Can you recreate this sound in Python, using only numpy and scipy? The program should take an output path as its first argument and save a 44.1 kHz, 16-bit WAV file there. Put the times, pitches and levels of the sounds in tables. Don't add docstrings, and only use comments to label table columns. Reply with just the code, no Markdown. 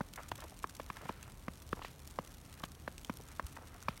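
import sys
import numpy as np
from scipy import signal
from scipy.fft import rfft, irfft
from scipy.io import wavfile
from scipy.ndimage import uniform_filter1d

SR = 44100
rng = np.random.default_rng(int(sys.argv[2]) if len(sys.argv) > 2 else 0)


def int16_out(signal):
    q = np.round(np.clip(np.atleast_2d(signal).T, -1, 1) * 32767)
    wavfile.write(sys.argv[1], SR, q.astype(np.int16))


N = 4 * SR

# f/Hz, level/dB
SCATTER_SPECTRUM = [(200, -24), (400, 2.5), (900, -4.5), (1500, -4.5), (2000, -14), (2800, -24),
                    (6000, -28), (16000, -82)]
CRUNCH_SPECTRUM = [(800, 1.5), (1500, -0.5), (2200, -2), (2800, -4.5), (3600, -9.5), (5500, -14.5),
                   (8000, -26.5), (16000, -23)]
# t/s, tap level/dB, tap f/Hz, knock level/dB, knock f/Hz,
# crunch level/dB, crunch delay/s, pop level/dB, pop f/Hz, thump level/dB, thump f/Hz, thump delay/s
NEAR_CLUMPS = [ (.0063, -29, 985, -35, 420, -35.5, 0.0035, -33.5, 1330, -28, 203, .0032),
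               (.3170, -31, 1050, -41, 605, -29.5, -0.0011, -42, 1340, -37.5, 306, 0),
               (.6416, -25.5, 1130, -41, 450, -45.5, 0.00067, -42.5, 2255, -39.5, 327, 0.0015),
               (.7972, -35, 1090, -39.5, 556, -37, 0.0037, -54, 1750, -46.5, 280, 0.0049),
               (.9008, -29.5, 1090, -45, 341, -38, .0005, -38, 2290, -39, 170, 0.0013),
               (1.0935, -29.5, 900, -36.5, 560, -36.5, -0.00051, -42.5, 2200, -34.5, 267, 0.0034),
               (1.4812, -34, 1170, -39.5, 560, -37, 0.0011, -35.5, 2044, -32.5, 210, 0.0015),
               (1.7285, -25, 1246, -31.5, 446, -34, .0007, -36, 1730, -29.5, 203, 0.0011),
               (1.8171, -38, 1130, -55, 335, -40, 0.005, -43, 2860, -55, 248, 0.0071),
               (1.8468, -35.5, 1091, -48, 636, -36.5, .0014, -41, 2500, -55, 150, .0038),
               (2.1874, -28, 1090, -30, 542, -36, .0003, -44, 2000, -36.5, 195, 0.0071),
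               (2.6349, -34.5, 1120, -51.5, 420, -29.5, 0.0023, -34.5, 1640, -40, 206, 0.0029),
               (2.8767, -33.5, 1020, -33, 586, -36.5, 0.00067, -29.5, 1600, -41, 228, 0.0027),
               (3.0955, -32.5, 970, -42, 485, -33.5, .0007, -32.5, 1510, -28, 229, 0.0024),
               (3.3958, -27.5, 1096, -33.5, 590, -36.5, .0003, -31, 1600, -47, 189, .0000),
               (3.8833, -21.5, 1162, -34, 560, -28, 0.0017, -29, 2380, -31, 167, 0.0061)]


def near_clumps():
    out, t = np.zeros(N), np.arange(2048) / SR
    scatter, grit = noise(SCATTER_SPECTRUM), noise(CRUNCH_SPECTRUM)
    for k, (s, tap_db, tap_hz, knock_db, knock_hz, crunch_db, crunch_delay,
            pop_db, pop_hz, thump_db, thump_hz, thump_delay) in enumerate(NEAR_CLUMPS):
        fresh = k * len(t)
        tap = ring(t, tap_hz, peak_s=0.0013, sharp=1.96, sag_oct_per_s=33)
        tap += 0.24 * burst(scatter[fresh:], swell(t, peak_s=0.0013, sharp=0.98))
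        knock = ring(t, knock_hz, peak_s=0.0016, sharp=1.37, sag_oct_per_s=23)
        crunch = 0.5 * burst(grit[fresh:], swell(t, peak_s=0.0011, sharp=0.45))
        pop = ring(t, pop_hz, peak_s=0.00075, sharp=1.03)
        thump = ring(t, thump_hz, peak_s=0.0024, sharp=1.45, sag_oct_per_s=40)
        add(out, s, amp(tap_db) * tap)
        add(out, s + 0.00041, amp(knock_db) * knock)
        add(out, s + crunch_delay, amp(crunch_db) * crunch + amp(pop_db) * pop)
        add(out, s + thump_delay, amp(thump_db) * thump)
    return out


# t/s, level/dB, length/s, f/Hz
LIGHT_SPLATS = [(0.1753, -41.5, 0.0069, 1130), (0.185, -44.5, 0.021, 940), (0.384, -49.5, 0.01, 1280),
                (0.4, -57.5, 0.016, 1600), (0.421, -48, 0.022, 1030), (0.437, -50, 0.01727, 766),
                (0.519, -52, 0.011, 820), (0.964, -48.5, 0.011, 1080), (1.009, -51, 0.03, 820),
                (1.053, -46, 0.012, 1120), (1.0905, -35, 0.002, 990), (1.106, -43, 0.003, 900),
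                (1.277, -56.5, 0.027, 910), (1.769, -50.5, 0.016, 920), (1.7922, -40, 0.0021, 990),
                (2.602, -50.5, 0.0093, 770), (3.195, -50.5, 0.014, 456), (3.566, -43, 0.0083, 1110),
                (3.583, -49, 0.0067, 890), (3.612, -54.5, 0.033, 890), (3.747, -53, 0.018, 844)]


def light_splats(pieces=22, spread_oct=0.6, sag_oct=0.5, fade_db=-6):
    out, t = np.zeros(N), np.arange(512) / SR
    for s, db, length, hz in LIGHT_SPLATS:
        splat = np.zeros(8192)
        for k, (size, detune, jitter) in enumerate(rng.standard_normal((pieces, 3))):
            age = abs(k + 0.5 * jitter) / pieces
            piece_hz = hz * 2 ** (spread_oct * np.tanh(detune) - sag_oct * (age - 0.5))
            piece = ring(t, piece_hz, peak_s=1.1 / piece_hz, sharp=12)
            add(splat, age * length, size * amp(fade_db * age) * piece)
        add(out, s, amp(db) * splat / np.linalg.norm(splat) * np.sqrt(length * SR / 2))
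    return out


# f/Hz, level/dB
TICK_SPECTRUM = [(300, -25), (1000, -6), (2000, -2), (3500, 0), (4800, -2), (6000, 0), (7500, -2),
                 (9200, -1), (10400, -7), (11600, -1), (13000, -8.5), (16000, -10.5)]
# t/s, level/dB, length/s, ring f/Hz
NEAR_DROPS = [(.136, -41.5, 0.0024, 3170), (.1585, -42.5, 0.0045, 2160), (.233, -45, 0.0015, 1480),
              (.2845, -47, 0.0079, 6960), (.3545, -44.5, 0.0047, 8000), (.378, -49, 0.0036, 6050),
              (.404, -44.5, 0.0035, 5200), (.438, -48.5, 0.0047, 2200), (.497, -46, 0.0011, 9000),
              (.5895, -47, 0.0025, 9350), (.631, -46.5, 0.0032, 9200), (.6945, -45, 0.0038, 1520),
              (.7492, -46, 0.0041, 4730), (.766, -48, 0.0046, 6300), (.8884, -57, 0.0018, 6500),
              (.969, -44.5, 0.0027, 1690), (1.2275, -43.5, 0.0033, 6300), (1.3202, -48, 0.0012, 7500),
              (1.619, -50.5, 0.0081, 1340), (2.0748, -42.5, 0.0015, 5530), (2.1098, -49, 0.0017, 8600),
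              (2.274, -46.5, 0.0017, 6040), (2.3445, -50.5, 0.0031, 7100), (2.5265, -47, 0.0028, 3060),
              (2.649, -48, 0.0075, 1800), (2.718, -46.5, 0.002, 5330), (2.9797, -42.5, 0.003, 8050),
              (3.0470, -38, 0.0016, 3200), (3.1378, -48, 0.0016, 11900), (3.1708, -42, 0.0019, 11300),
              (3.2856, -49.5, 0.0033, 7000), (3.3171, -48.5, .0012, 9000), (3.4658, -43, 0.0045, 11600),
              (3.8262, -40, 0.0012, 1440), (3.9755, -44, 0.0021, 2160)]


def near_drops(ring_db=-7):
    out, t = np.zeros(N), np.arange(1024) / SR
    fizz = noise(TICK_SPECTRUM) * grain(depth_db=3, samples=16)
    for k, (s, db, length, hz) in enumerate(NEAR_DROPS):
        spray = np.sqrt(0.5) * burst(fizz[k * len(t):], swell(t, peak_s=length / 2.5, sharp=0.92))
        ping = amp(ring_db) * ring(t, hz, peak_s=0.00076, sharp=0.62)
        add(out, s, amp(db) * (spray + ping))
    return out


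# t/s, level/dB
PATTER_DRIFT = [(0, -3.5), (.3, 0), (.8, 0), (1.4, -1), (2.4, 1.5), (2.9, -1.5), (3.3, 2), (4, 0.5)]


def flakes(per_s=160, base_db=-65.1, spread_db=3.1, tick_s=0.0025):
    sizes = amp(spread_db * np.minimum(rng.exponential(1, N), 3.5))
    landings = sizes * (rng.random(N) < per_s / SR)
    tick = swell(np.arange(1024) / SR, peak_s=tick_s / 3, sharp=2.2)
    power = signal.oaconvolve(landings ** 2, tick)[:N]
    drift_db = np.interp(np.arange(N) / SR, *np.transpose(PATTER_DRIFT))
    return amp(base_db + drift_db) * unit(np.sqrt(abs(power)) * noise(TICK_SPECTRUM))


# peak t/s, level/dB, half length/s, centre f/Hz
BRANCH_SLIDES = [(0.224, -58.5, 0.031, 1570), (0.424, -62.5, 0.043, 1700), (1.033, -57.5, 0.078, 1560),
                 (1.22, -63.5, 0.039, 1410), (1.853, -56, 0.025, 2500), (2.198, -67.5, 0.13, 1100),
                 (2.582, -66, 0.051, 1490), (3.31, -61.5, 0.022, 1300), (3.68, -65.5, 0.25, 1270),
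                 (3.912, -63.5, 0.019, 1880)]


def sliding_snow(width_oct=0.77, ring_hz=1320, ring_oct=0.12, ring_db=7):
    out, t = np.zeros(N), np.arange(N) / SR
    octave = np.log2(np.fft.rfftfreq(N, 1 / SR) + 1)
    hollow = amp(ring_db / (1 + ((octave - np.log2(ring_hz)) / ring_oct) ** 2))
    rustle = rfft(grain(depth_db=3, samples=120) * rng.standard_normal(N)) * hollow
    for s, db, half_s, hz in BRANCH_SLIDES:
        rolloff = (1 + ((octave - np.log2(hz)) / width_oct) ** 4) ** 0.44
        band = unit(irfft(rustle / rolloff, N))
        out += amp(db) * band / np.cosh(np.clip((t - s) / half_s, -20, 20))
    return out


def road_echo(x, level_db=-25, t60_s=0.64, build_s=0.014):
    t = np.arange(SR // 2) / SR
    tail = noise(SCATTER_SPECTRUM)[:len(t)] * amp(-60 * t / t60_s) * np.minimum(t / build_s, 1)
    return amp(level_db) * np.std(x) * unit(signal.oaconvolve(x, tail)[:N])


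# f/Hz, level/dB
HISS_SPECTRUM = [(240, -15), (400, 2), (800, 0.5), (1200, -0.5), (1600, -4.5), (4400, -11), (4950, -15.5),
                 (5500, -10), (7600, -15), (9000, -10), (10400, -17), (11600, -9), (13200, -22),
                 (16000, -14.5)]
RUMBLE_SPECTRUM = [(15, -62), (26, -47), (32, -9.5), (38, 1.5), (50, -4.5), (66, -2.5), (78, 2), (95, -7),
                   (125, -5.5), (200, -12.5), (300, -15), (450, -25.5), (900, -33.5), (3000, -98)]
# t/s, level/dB, f/Hz, half length/s
LOW_BUMPS = [(0.334, -45, 102, 0.012), (1.057, -42.5, 165, 0.0034), (3.452, -36, 67, 0.0078)]


def background(hiss_db=-63.5, rumble_db=-55):
    t = np.arange(N) / SR
    out = amp(hiss_db) * noise(HISS_SPECTRUM) + amp(rumble_db) * noise(RUMBLE_SPECTRUM)
    for s, db, hz, half_s in LOW_BUMPS:
        envelope = np.exp(-0.5 * ((t - s) / half_s) ** 2)
        out += amp(db) * envelope * np.cos(2 * np.pi * hz * (t - s))
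    return out


def ring(t, hz, peak_s, sharp, sag_oct_per_s=0):
    pitch = hz * 2 ** (-sag_oct_per_s * (t - peak_s))
    return swell(t, peak_s, sharp) * np.sin(2 * np.pi * np.cumsum(pitch) / SR)


def swell(t, peak_s, sharp):
    u = np.maximum(t, 0) / peak_s
    return (u * np.exp(1 - u)) ** sharp


def burst(grit, envelope):
    return unit(grit[:len(envelope)] * envelope) * np.sqrt(np.mean(envelope ** 2))


def grain(depth_db, samples):
    return amp(depth_db * unit(uniform_filter1d(rng.standard_normal(N), size=samples)))


def noise(spectrum):
    hz, db = np.transpose(spectrum)
    bins_hz = np.fft.rfftfreq(N, 1 / SR)
    gain = amp(np.interp(np.log(bins_hz + 1), np.log(hz), db))
    return unit(irfft(rfft(rng.standard_normal(N)) * gain, N))


def amp(db):
    return 10 ** (np.asarray(db) / 20)


def unit(x):
    return x / np.sqrt(np.mean(x ** 2) + 1e-20)


def add(mix, s, sound):
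    part = mix[max(round(s * SR), 0):][:len(sound)]
    part += sound[:len(part)]


def scene():
    impacts = near_clumps() + light_splats()
    return (impacts + road_echo(impacts) + near_drops() + flakes() + sliding_snow() + background())[None]


def record(dry):
    lowpass = signal.firwin(511, 16000, window=("kaiser", 9), fs=SR)
    return signal.oaconvolve(dry, lowpass[None], "same")


dry = scene()
out = record(dry)
int16_out(out)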